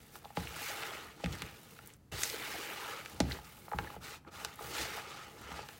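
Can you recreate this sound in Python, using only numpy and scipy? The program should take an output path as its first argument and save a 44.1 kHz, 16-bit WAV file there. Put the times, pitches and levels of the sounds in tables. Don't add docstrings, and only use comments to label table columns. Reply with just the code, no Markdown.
import sys
import numpy as np
from scipy import signal
from scipy.fft import rfft, irfft
from scipy.io import wavfile
from scipy.ndimage import uniform_filter1d

SR = 44100
rng = np.random.default_rng(int(sys.argv[2]) if len(sys.argv) > 2 else 0)


def output_pcm(signal):
    pcm = np.clip(np.atleast_2d(signal).T, -1, 1) * 32767
    wavfile.write(sys.argv[1], SR, np.round(pcm).astype(np.int16))


N = 255339
HZ = np.fft.rfftfreq(N, 1 / SR)
TIME = np.arange(N) / SR


# start, attack, hold and release in seconds, level of the mids in dB,
# then hollow body, gritty scratch, floury fizz and wall hum in dB against that level.
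STROKES = [ (0, 0.0033, .3, 0.12, -68.5, -0.5, -1, 3.5, -4), (0.106, 0.046, .01, 0.036, -62, 5, 3.5, 7, -7),
           (0.344, 0.025, 0.11, 0.17, -52.5, -4.5, -2.5, -3, -12),
           (0.45, 0.19, 0.054, 0.17, -46, -15, -2.5, -1.5, -8),
           (0.648, 0.16, .07, .31, -47.5, -4, -6, -6.5, -3),
           (1.087, 0.16, 0.054, 0.046, -61, 4.5, 1, -5, 0.5),
           (1.26, .1, 0.066, 0.19, -53.5, -7, -5, -6, -5.5),
           (1.317, .006, 0.022, 0.028, -51.5, -14, -4, -6, -3),
           (1.464, 0.11, 0.32, .085, -64.5, -1.5, -1.5, 2, -6.5),
           (2.115, 0.0063, 0.1, 0.2, -48.5, -7.5, -1, -3.5, -25),
           (2.175, 0.041, 0.0091, 0.15, -53.5, -2, 11, 13.5, -25),
           (2.265, 0.091, 0.25, 0.4, -46, -5.5, -4.5, -4.5, -28),
           (2.616, .23, .1, 0.16, -47.5, -10.5, -7, -7, -3),
           (2.952, 0.087, 0.15, 0.3, -59, -1.5, -1.5, -2, -3),
           (3.234, 0.09, 0.011, 0.081, -50.5, 1, -4, -4, -13),
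           (3.358, 0.067, 0.046, 0.05, -60, -8, -4, 0, -1), (3.46, 0.04, 0.3, 0.26, -65, -0.5, 0, 5, -2),
           (3.76, 0.053, 0.13, 0.051, -57.5, 3, -8, -4, -4),
           (3.999, 0.042, 0.092, 0.068, -54, -7.5, -0.5, -3, -2),
           (4.258, 0.021, .005, 0.024, -59.5, 6.5, -13, -16, 6.5),
           (4.304, 0.057, 0.071, 0.19, -53.5, -6, -3, -5, 1.5),
           (4.563, 0.073, 0.063, 0.053, -54, 3.5, 0, 3.5, 2),
           (4.694, 0.071, 0.065, 0.06, -41.5, -6.5, -1.5, -6, -8),
           (4.815, 0.059, 0.1, 0.076, -46, -9, -6.5, -7.5, -14),
           (4.972, 0.077, 0.15, 0.15, -54, -7.5, -3.5, -10, 0.5),
           (5.238, 0.056, 0.14, 0.031, -66, 8, 1, 1.5, 3),
           (5.328, 0.21, .04, 0.12, -52.5, -2, -2.5, -12, 0),
           (5.613, 0.084, .06, 0.065, -59.5, -6, -4, -0.5, -14)]

def hand_strokes():
    power = np.zeros((5, N))
    for start, attack, hold, release, level_db, *colour_db in STROKES:
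        speed = np.interp(TIME, start + np.cumsum([0, attack, hold, release]), [0, 1, 1, 0])
        power += amp(level_db + np.r_[0, colour_db])[:, None] ** 2 * speed ** 2
    return np.sqrt(power)


# frequency in Hz, relative level in dB.
FRICTION_TONE = [(100,-52),(220,-1.5),(320,8),(650,1.5),(1050,-4.5),(2200,0),(4000,-5),(6000,-8),(9000,-12),(12000,-13.5),(16000,-12)]

def dough_rubbing(mids, body, scratch, fizz, hum, grain_db=3, clump_db=0.8, flicker_db=1.0):
    slips = amp(grain_db) * crumbs(per_s=2000, spread_db=0.95) + rng.standard_normal(N)
    slips = unit(slips * amp(clump_db * wander(hz=43.6)))
    slips = finger_cavities(slips, depth_db=2.2)
    spectrum = rfft(slips) * amp(curve(FRICTION_TONE, HZ) + hollow_db(HZ)) * wall_chirp(HZ, lag=0.003069)
    lowpasses = [1 / (1 + (HZ / crossover_hz) ** 8) for crossover_hz in (980, 3350, 9200)]
    bands = np.diff([np.zeros_like(HZ), *lowpasses, np.ones_like(HZ)], axis=0)
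    slide = np.zeros(N)
    for band, envelope in zip(bands, (body, mids, scratch, fizz)):
        flicker = amp(flicker_db * wander(hz=29.8))
        slide += unit(irfft(spectrum * band, N)) * envelope * flicker
    wall_hum = unit(irfft(rfft(rng.standard_normal(N)) * wall_ring(HZ), N))
    return amp(-0.9) * slide + amp(-1) * wall_hum * hum + amp(-5) * air_pockets() * mids


def crumbs(per_s, spread_db):
    size = amp(spread_db * np.minimum(rng.exponential(1, N), 4.5))
    return unit(size * rng.choice([-1, 1], N) * (rng.random(N) < per_s / SR))


def finger_cavities(x, depth_db, size=512):
    frames = dict(nperseg=size, noverlap=size * 3 // 4)
    hz, _, spectra = signal.stft(x, SR, **frames)
    patches = rng.standard_normal(spectra.shape)
    for _ in range(2):
        patches = uniform_filter1d(uniform_filter1d(patches, size=3, axis=0), size=8, axis=1)
    swing_db = depth_db / np.hypot(1, hz[:, None] / 5000)
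    return signal.istft(spectra * amp(swing_db * unit(patches)), **frames)[1][:N]


def air_pockets(per_s=190, cycles=3.8, spread_db=1.5, pitch_count=36):
    t, out = np.arange(SR // 40) / SR, np.zeros(N)
    starts = np.flatnonzero(rng.random(N) < per_s / SR) / SR
    pitches = np.geomspace(380, 4200, pitch_count)
    for start, (pick, size) in zip(starts, rng.random((len(starts), 2))):
        hz = pitches[int(pick * pitch_count)]
        age = t * hz / cycles
        bend = 1 + 0.1 * np.exp(-age / 2)
        pop = age * np.exp(-2 * age) * np.sin(2 * np.pi * hz * t * bend)
        accent_db = spread_db * min(-np.log(1 - size), 3.5)
        add(out, start, pop * hz ** 0.28 * amp(accent_db))
    return unit(out)


def flour_specks(fizz, level_db=-67.5, low_cut_hz=6500, full_at_db=-62):
    highpass = signal.butter(2, low_cut_hz, "high", fs=SR, output="sos")
    ticks = signal.sosfilt(highpass, crumbs(per_s=76, spread_db=3.0))
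    return amp(level_db) * unit(ticks) * np.minimum(fizz / amp(full_at_db), 1)


# start in seconds, level in dB, pitch in Hz, spread around that pitch in octaves.
SNAPS = [ (.154, -43.5, 1400, 1.1), (.242, -46.5, 880, 0.67), (.248, -50.5, 3500, 0.49),
         (.253, -41, 740, 0.68), (.302, -46.5, 905, 0.77), (.3702, -35, 2200, 0.7), (.3712, -28, 610, 0.88),
         (.471, -39, 2600, 0.39), (.826, -38, 1900, 0.81), (.833, -34, 1600, .9), (1.2, -47.5, 800, 0.92),
         (1.2365, -31.5, 559, 0.6), (1.2418, -34, 2570, 0.63), (1.2597, -35.5, 1770, 1.06),
         (1.3268, -43.5, 4540, 0.61), (1.413, -44, 348, 0.65), (1.4201, -34, 2280, 0.74),
         (1.4206, -43.5, 9000, 0.54), (1.7884, -45.5, 1290, 0.99), (1.8742, -46, 12000, 0.69),
         (1.937, -54, 7200, .4), (2.2337, -31, 2070, 0.54), (2.234, -25.5, 6300, 0.37),
         (2.299, -35.5, 4400, .76), (2.335, -36.5, 422, 0.33), (3.059, -38.5, 2100, 0.99),
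         (3.2015, -23.5, 628, 0.49), (3.2024, -22.5, 213, 0.42), (3.202, -32, 1830, 0.45),
         (3.2029, -27, 4350, 0.62), (3.310, -37.5, 1840, 0.35), (3.319, -35, 3900, 0.22),
         (3.386, -44, 775, 0.64), (3.68, -42, 760, 0.84), (3.715, -39, 1100, 0.77),
         (3.7185, -33.5, 626, 0.5), (3.7326, -29.5, 780, 0.64), (3.7867, -26.5, 1070, 0.99),
         (3.8443, -42, 890, 1), (3.871, -42, 1800, 0.19), (3.9005, -41, 1050, 0.59), (3.94, -43, 880, .4),
         (3.963, -40.5, 625, 0.93), (4.247, -53, 1160, 0.56), (4.4474, -35, 950, .8),
         (4.4482, -31.5, 4430, 0.83), (4.558, -50, 12000, 0.75), (4.5886, -40, 1160, 0.35),
         (4.607, -39.5, 487, 0.78), (5.517, -40, 890, 1.1), (5.5895, -36.5, 774, 0.68),
         (5.629, -45.5, 1100, .83), (5.687, -41.5, 1380, 1.3)]

def sticky_snaps(extra_rows, skirt_db=13, ring_db=-7, scatter_t60=0.032, base_lag=0.002692, span_s=0.0027):
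    size = 4096
    hz, t, out = np.fft.rfftfreq(size, 1 / SR), np.arange(size) / SR, np.zeros(N)
    for start, db, pitch_hz, spread in list(SNAPS) + extra_rows:
        lag = base_lag * min(2 ** ((-35 - db) / 19.5), 2)
        octaves = np.log2((hz + 1) / pitch_hz)
        tone_db = np.maximum(skirt_db * (1 - np.hypot(1, octaves / spread)), -70) + hollow_db(hz)
        log_gain = np.log(amp(np.r_[tone_db, tone_db[-2:0:-1]]))
        click = np.exp(np.conj(signal.hilbert(log_gain)))[:len(hz)]
        direct = wall_chirp(hz, lag) * (1 + amp(ring_db) * wall_ring(hz))
        scatter = unit(rng.standard_normal(size) * amp(-60 * t / scatter_t60)) / np.sqrt(size)
        echoes = rfft(scatter) / np.hypot(1, hz / 5000) * wall_chirp(hz, lag / 2)
        snap = irfft(click * (direct + echoes))
        snap *= np.sqrt(span_s * SR) / np.linalg.norm(snap)
        add(out, start, amp(db) * snap)
    return out


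def lesser_snaps(stroke, over_db=2.5, vary_db=2.0, pitch_hz=1400, vary_octaves=0.78, spread=0.35):
    onsets, chance = rng.integers(0, N, 100), rng.standard_normal((100, 2))
    rows = []
    for i, (louder, higher) in zip(onsets, chance):
        if stroke[i] > 0:
            db = 20 * np.log10(stroke[i]) + over_db + vary_db * louder
            rows.append((i / SR, db, pitch_hz * 2 ** (vary_octaves * higher), spread))
    return rows


# centre in Hz, width in Hz, boost or cut in dB.
HOLLOW_EQ = [(459,59,7),(833,91,9),(1300,290,3),(1720,68,2.5),(2080,370,1),(2996,170,3.5),(3160,310,-2.5),(3760,750,0),(5280,200,-2),(7800,830,0.5)]

def hollow_db(hz):
    return sum(db / (1 + (2 * (hz - centre) / width) ** 2) for centre, width, db in HOLLOW_EQ)


# centre in Hz, width in Hz, level in dB.
WALL_MODES = [(438,68,-12.5),(812,24,2.5),(908,176,-2),(1262,194,2.5),(1387,60,0.5)]

def wall_ring(hz):
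    return sum(amp(db) / (1 + 2j * (hz - centre) / width) ** 2 for centre, width, db in WALL_MODES)


def wall_chirp(hz, lag):
    turns = lag * (2 * np.sqrt(1000 * hz) - hz / 4)
    return np.exp(-2j * np.pi * turns)


# pitch in Hz, relative level in dB, t60 in seconds.
BOWL_MODES = [(71,-2,0.22),(128.5,-8,0.32),(175.6,9,0.072),(244,2,0.081),(453,-4,0.032),(766,-13.5,0.28),(1204,-19,0.11)]
# start in seconds, level in dB, firmness as the blow's corner frequency in Hz.
THUDS = [(.371,-33.5,260),(1.239,-33,350),(1.256,-36,100),(1.42,-45,404),(3.203,-27,400),(3.225,-44,260),(3.741,-38.5,350),(3.791,-44,350),(3.965,-56.5,350),(5.511,-47,297)]

def dough_thuds(rise_s=0.002, squash_db=-7, squash_t60=0.31):
    size = 32768
    hz, t, out = np.fft.rfftfreq(size, 1 / SR), np.arange(size) / SR, np.zeros(N)
    for start, db, corner_hz in THUDS:
        ring = sum(amp(mode_db - 60 * t / t60) / np.hypot(1, f / corner_hz) * np.sin(2 * np.pi * f * t)
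                   for f, mode_db, t60 in BOWL_MODES)
        squash = noise(RUMBLE_TONE)[:size] * amp(squash_db - 60 * t / squash_t60)
        blow = (ring + squash) * (1 - np.exp(-t / rise_s))
        add(out, start, amp(db) * irfft(rfft(blow) * wall_chirp(hz, lag=0.003054)))
    return out


# frequency in Hz, relative level in dB.
RUMBLE_TONE = [(20,-48),(45,-5.5),(65,6.5),(100,3.5),(165,0.5),(230,-8),(400,-13.5),(1000,-42),(3000,-78)]
# start in seconds, level in dB, t60 of the settling in seconds.
PUSHES = [(.39, -49, 0.9), (1.28, -43.5, 0.49), (2.11, -42.5, 0.31), (3.11, -53, 1.1), (3.255, -41, 0.37),
          (3.74, -46.5, 0.63), (3.96, -52.5, 0.41), (4.34, -57, 1), (4.6, -50.5, 0.58), (4.77, -50.5, 0.73),
          (5.4, -55, 0.63), (5.52, -56.5, 0.59)]

def bowl_rocking(rise_s=0.028, resting_db=-65):
    power = amp(resting_db) ** 2
    for start, db, t60 in PUSHES:
        age = np.maximum(TIME - start, 0)
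        swell = np.minimum(age / rise_s, 1)
        settle = amp(db - 60 * np.maximum(age - rise_s, 0) / t60)
        power = power + (swell * settle) ** 2
    return noise(RUMBLE_TONE) * np.sqrt(power)


# frequency in Hz, t60 in seconds.
ROOM_DECAY = [(100,0.28),(800,0.34),(4000,0.28),(15000,0.057)]

def kitchen_reverb(x, predelay_s=0.00484, taps_per_s=2500):
    size = SR // 2
    taps = rng.choice([-1., 1.], size) * (rng.random(size) < taps_per_s / SR)
    taps *= np.arange(size) > predelay_s * SR
    hz, t, spectra = signal.stft(taps, SR, nperseg=256)
    decay = amp(-60 * t / curve(ROOM_DECAY, hz)[:, None])
    tail = signal.istft(spectra * decay, SR, nperseg=256)[1]
    return signal.fftconvolve(x, tail / np.linalg.norm(tail))[:N]


# frequency in Hz, relative level in dB.
AIR_TONE = [(20,-24),(45,-11.5),(70,-18.5),(130,-6),(175,-11),(215,-10),(330,-20),(600,-28),(1200,-32),(3000,-40.5),(15500,-45.5)]

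def kitchen_air(level_db=-63):
    return amp(level_db) * noise(AIR_TONE)


def amp(db):
    return 10 ** (np.asarray(db) / 20)


def unit(x):
    return x / np.sqrt(np.mean(x ** 2) + 1e-20)


def curve(points, hz):
    f, value = np.transpose(points)
    return np.interp(np.log(hz + 1), np.log(f + 1), value)


def add(mix, start_s, sound):
    part = mix[max(round(start_s * SR), 0):][:len(sound)]
    part += sound[:len(part)]


def noise(tone):
    return unit(irfft(rfft(rng.standard_normal(N)) * amp(curve(tone, HZ)), N))


def wander(hz):
    return unit(irfft(rfft(rng.standard_normal(N)) / (1 + (HZ / hz) ** 2), N))


def scene(room_db=-17):
    mids, body, scratch, fizz, hum = hand_strokes()
    bowl = dough_rubbing(mids, body, scratch, fizz, hum) + flour_specks(fizz)
    bowl += bowl_rocking() + dough_thuds() + sticky_snaps(lesser_snaps(mids))
    return (bowl + amp(room_db) * kitchen_reverb(bowl) + kitchen_air())[None]


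def record(dry, low_cut_hz=36, high_cut_hz=15950):
    thin = signal.sosfilt(signal.butter(4, low_cut_hz, "high", fs=SR, output="sos"), dry)
    lowpass = signal.firwin(701, high_cut_hz, window=("kaiser", 8), fs=SR)
    return signal.oaconvolve(thin, lowpass[None], "same")


dry = scene()
out = record(dry)
output_pcm(out)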